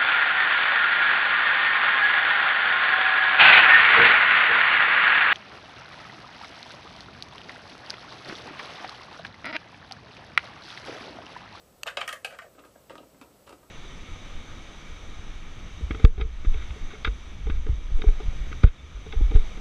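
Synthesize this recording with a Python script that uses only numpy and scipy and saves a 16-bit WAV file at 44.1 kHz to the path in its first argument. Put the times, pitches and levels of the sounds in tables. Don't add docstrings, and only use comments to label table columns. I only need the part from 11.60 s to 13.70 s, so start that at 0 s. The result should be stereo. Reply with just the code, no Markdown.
import sys
import numpy as np
from scipy import signal
from scipy.fft import rfft, irfft, next_fast_len
from scipy.io import wavfile
from scipy.ndimage import uniform_filter1d, map_coordinates

SR = 44100
rng = np.random.default_rng(int(sys.argv[2]) if len(sys.argv) > 2 else 0)


def decibels_to_gain(level_db):
    exponent = np.asarray(level_db, float) / 20
    return 10 ** exponent


def dump(signal):
    limited = np.clip(np.atleast_2d(signal).T, -1, 1)
    pcm = np.round(limited * 32767).astype(np.int16)
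    wavfile.write(sys.argv[1], SR, pcm)


N = 92610


def contacts():
    # (time [s], peak level [dB], bass [dB], treble [dB], air [dB])
    knocks = [(.2665, -34.5, 4.5, 3.5, -5.5), (0.2722, -32, -7, 6, -8), (0.3696, -23, -2, 1, -15),
              (.384, -36.5, 4.5, -17, -25), (0.4127, -22, -11.5, -2, -19),
              (0.4767, -23.5, -20, -5.5, -10.5), (.489, -24.5, -16, -5.5, -11.5),
              (0.5267, -27.5, -10.5, -2.5, -8), (0.6459, -27, -3.5, 4.5, -8),
              (0.787, -30.5, -24.5, -11, -16), (0.95, -55.5, 8, -15, -25), (0.99, -49.5, -16, -0.5, -15),
              (1.156, -51, 8, -22, -25), (1.296, -41, -3.5, -1.5, -15), (1.354, -36.5, -4, -10.5, -18),
              (1.379, -43, 4.5, 0.5, -15), (1.545, -53, 5, -20, -20), (1.612, -42.5, 3, -3, -12),
              (1.874, -43.5, -26, -14, -13), (2.03, -51, 2, -25, -22), (1.892, -44.5, -5.5, -3.5, -6.5),
              (1.49, -64, 11, -15, -22)]
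    # (time [s], peak level [dB], bass [dB], treble [dB], rise [s])
    slips = [(.256, -33.5, -3, -12, 0.0051), (.275, -25.5, -22, -10.5, 0.0048),
             (0.401, -33, -17, -2.5, 0.0089), (.495, -37, -8.5, -21, 0.0069), (0.531, -36, -1, -32, 0.0026),
             (.695, -40.5, -6, -6, .012), (.715, -41.5, 1, -9.5, 0.011), (0.736, -45, -3, -5.5, .008),
             (.81, -42.5, 1, -7.5, 0.01), (.828, -52, -5, -25, 0.0027), (0.839, -49.5, 10.5, -32, 0.0027),
             (0.969, -46, 2, -15, 0.012), (.995, -52, -3, -28, 0.0043), (1.03, -46, -17, -19, 0.0064),
             (1.046, -49, 6.5, -5, 0.0042), (1.299, -42, 8, -8.5, 0.0068), (1.395, -59, 16, -9, 0.0065),
             (1.424, -52, 4, -9, .005), (1.861, -49, 4.5, -2.5, 0.0098), (1.616, -50, -1, -5, 0.007),
             (1.643, -67, 11, -18, 0.0045), (1.885, -66, 16, 5, 0.0045), (1.919, -43, 2, -7.5, 0.0091),
             (1.901, -50, 10, -3, 0.0048)]
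    # (frequency [Hz], width [Hz], level [dB])
    free_board = [(257, 39, -21), (507, 40, -1.5), (715, 110, -3.5), (1226, 70, 2), (1610, 143, -2.5),
                  (1853, 40, -1), (2326, 140, -7.5), (2572, 83, 4), (2924, 240, 0), (3316, 54, 0),
                  (3670, 230, -15), (5950, 67, -30), (6910, 100, -21)]
    # (frequency [Hz], width [Hz], level [dB])
    held_board = [(269.4, 40, -1.5), (577, 86, 0.5), (944, 34, -1), (1236, 110, 3), (1607, 80, -6.5),
                  (2255, 33, -17.5), (2715, 120, -8), (3220, 160, -20.5)]
    # (frequency [Hz], level [dB])
    rattle = [(150, -22), (350, -23.5), (550, 2.5), (1300, -10.5), (3200, 0.5), (6000, -12), (11000, -17),
              (15000, -26.5)]
    # (low edge [Hz], high edge [Hz])
    bands = [
        (220, 850),
        (900, 2400),
        (2400, 4800),
        (6000, 13000),
    ]
    knock_rise_s, fall_s, hand_on_s = 0.00073, 0.0034, 0.9
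    slip_air_db = -9
    grit_db, rattle_db, cabinet_db, trim_db = 4, -9, -2, -4.5

    out = np.zeros((2, N))
    t = np.arange(SR // 3) / SR
    rows = [(*row, knock_rise_s) for row in knocks]
    rows += [(s, db, bass, treble, treble + slip_air_db, rise) for s, db, bass, treble, rise in slips]
    for s, db, bass_db, treble_db, air_db, rise in rows:
        decay = np.exp(-(t - rise) / (fall_s + rise))
        shape = np.where(t < rise, (t / rise) ** 2, decay)
        grit = unit(uniform_filter1d(rng.standard_normal(t.size), size=24))
        push = shape * rng.standard_normal(t.size) * decibels_to_gain(grit_db * grit)

        modes = free_board if s < hand_on_s else held_board
        x = filtered(push, lambda f: resonances(f, modes, 2, 1.065) + causal(rattle_db + along(rattle, f)))
        x = x + decibels_to_gain(cabinet_db) * cabinet(x)

        bass, middle, treble, air = (peak_db(x, *band) for band in bands)
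        treble_gain = treble_db - treble
        colour = [(750, bass_db - bass), (1050, -middle), (2100, -middle),
                  (2700, treble_gain), (3800, treble_gain), (7000, air_db - air)]
        x = filtered(x, lambda f: causal(along(colour, f)))
        add(out, s, decibels_to_gain(db + trim_db) * pair(x))
    return out


def tick():
    # (time [s], peak level [dB])
    blows = [
        (0.2337, -13),
    ]
    # (frequency [Hz], width [Hz], level [dB])
    blade = [(600, 120, -9), (1390, 500, -4), (2650, 550, 1.5), (4600, 330, -0.5), (6600, 680, -5.5),
             (8220, 490, -9.5), (11400, 3400, -18.5), (14600, 1300, -31)]
    contact_s, grit_db, tail_db, trim_db = 0.0008, -18.5, -29, -3

    out = np.zeros((2, N))
    t = np.arange(SR // 10) / SR
    for s, db in blows:
        swell = t / contact_s * np.exp(1 - t / contact_s)
        blow = decibels_to_gain(grit_db) * rng.standard_normal(t.size) * swell
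        blow[round(SR * contact_s)] += 1
        x = filtered(blow, lambda f: resonances(f, blade, 0, 0.64))
        x = x + decibels_to_gain(tail_db) * cabinet(x)
        add(out, s - 0.001, pair(x) * decibels_to_gain(db + trim_db) / np.abs(x).max())
    return out


def resonances(f, peaks, scatter_db, widen):
    luck = rng.standard_normal(len(peaks))
    total = 0
    for k, (centre, width, db) in enumerate(peaks):
        damping = 1j * f * max(width * widen, 55)
        gain = (-1) ** k * decibels_to_gain(db + scatter_db * luck[k])
        total = total + gain * damping / (centre * centre - f * f + damping)
    return total


def cabinet(x):
    # (frequency [Hz], time to fall 60 dB [s])
    decay_times = [(250, 0.49), (600, 0.19), (1500, 0.21), (3500, 0.15), (9000, 0.22)]
    hz, t, z = signal.stft(rng.standard_normal(x.size), SR, nperseg=128)
    fall = decibels_to_gain(-60 * t / along(decay_times, hz)[:, None])
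    tail = signal.istft(z * fall, SR, nperseg=128)[1]
    return signal.fftconvolve(x, tail / np.linalg.norm(tail))[:x.size]


def pair(x):
    # (frequency [Hz], level [dB])
    difference = [(300, -13), (700, -26.5), (2500, -14.5), (6000, -6), (12000, -3.5)]
    t = np.arange(SR // 20) / SR
    echo = rng.standard_normal(t.size) * np.exp(-t / 0.005)
    side = signal.fftconvolve(x, echo / np.linalg.norm(echo))[:x.size]
    side = filtered(side, lambda f: causal(along(difference, f)))
    return np.array([x + side, x - side])


def background():
    # (frequency [Hz], density [dB per Hz])
    room_spectrum = [(15, -52), (25, -8), (119, 4), (312, -0.5), (546, 3.5), (991, -9), (1350, -5.5),
                     (1600, -24), (2500, -26), (3250, -29), (5500, -120)]
    # (frequency [Hz], density [dB per Hz])
    hiss_spectrum = [(300, 5), (2000, 3), (5000, 1), (10000, 0), (14500, 1)]
    # (frequency [Hz], rms level [dB])
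    steady_tones = [
        (59.5, -67),
        (119, -80),
        (7881, -72),
    ]
    waver = [0.56, 0.86, 0.34]
    room_db, room_side_db, room_left_db = -61, -27, 1.1
    hiss_db, hiss_left_db = -60, 0.24

    spectrum = [(15, -40)] + room_spectrum + [(4000, -57)]
    mid, side = filtered(rng.standard_normal((2, N)), lambda f: decibels_to_gain(along(spectrum, f)))
    mid = unit(mid) * decibels_to_gain(0.43 * wobble(3.24))
    side = unit(side) * decibels_to_gain(room_side_db)
    room = decibels_to_gain(room_db) * np.array([mid + side, mid - side]) * decibels_to_gain([[room_left_db], [-room_left_db]])

    hiss = unit(filtered(rng.standard_normal((2, N)), lambda f: decibels_to_gain(along(hiss_spectrum, f))))
    hiss = decibels_to_gain(hiss_db) * hiss * decibels_to_gain([[hiss_left_db], [-hiss_left_db]])

    t = np.arange(N) / SR
    tones = np.zeros(N)
    for (hz, db), depth in zip(steady_tones, waver):
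        phase = 2 * np.pi * hz * t + depth * wobble(44.4)
        tones += decibels_to_gain(db - 2) * np.sin(phase) * (1 + depth * wobble(25.7) / 2)
    return room + hiss + tones


def wobble(rate):
    return map_coordinates(rng.standard_normal(N // 100), [np.arange(N) * rate / SR])


def unit(x):
    return x / np.sqrt(np.mean(x ** 2) + 1e-20)


def along(points, hz):
    f, v = np.transpose(points)
    return np.interp(np.log(hz + 1), np.log(f + 1), v)


def filtered(x, response):
    m = next_fast_len(x.shape[-1] + 4096)
    spectrum = rfft(x, m) * response(np.fft.rfftfreq(m, 1 / SR))
    return irfft(spectrum, m)[..., :x.shape[-1]]


def causal(db):
    c = irfft(np.log(decibels_to_gain(db)))
    c[1:len(c) // 2] *= 2
    c[len(c) // 2 + 1:] = 0
    return np.exp(rfft(c))


def peak_db(x, lo, hi):
    band = filtered(x, lambda f: (f > lo) & (f < hi))
    return 10 * np.log10(uniform_filter1d(band ** 2, size=256).max() * 2)


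def add(out, s, x):
    at = out[:, round(s * SR):][:, :x.shape[-1]]
    at += x[:, :at.shape[1]]


def starve(x):
    # (frequency [Hz], depth [dB])
    lost_under = [(8500, 60), (10000, 22), (12500, 33.5), (15000, 24)]
    scatter_db = 7.5
    hz, t, z = signal.stft(x, SR, nperseg=1024, noverlap=768)
    power = np.mean(np.abs(z) ** 2, axis=0)
    whole = uniform_filter1d(power.sum(axis=0), size=5)
    band = uniform_filter1d(power, size=12, axis=0)
    band = uniform_filter1d(band, size=3, axis=1) * 12
    luck = rng.standard_normal((hz.size // 12 + 1, t.size // 4 + 1))
    luck = luck.repeat(12, 0).repeat(4, 1)[:hz.size, :t.size]
    under_db = 10 * np.log10(np.abs(whole) / np.abs(band + 1e-20) + 1e-20) + scatter_db * luck
    kept = z * (under_db < along(lost_under, hz)[:, None])
    return signal.istft(kept, SR, nperseg=1024, noverlap=768)[1][:, :N]


def scene():
    left_db = 0.3
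    return (tick() + contacts()) * decibels_to_gain([[left_db], [-left_db]]) + background()


def low_pass(x):
    return signal.sosfilt(signal.butter(12, 15920, fs=SR, output="sos"), x)


def record(dry):
    limited = filtered(dry, lambda f: f < 15080)
    mix = starve(limited)
    return low_pass(mix)


dry = scene()
out = record(dry)
dump(out)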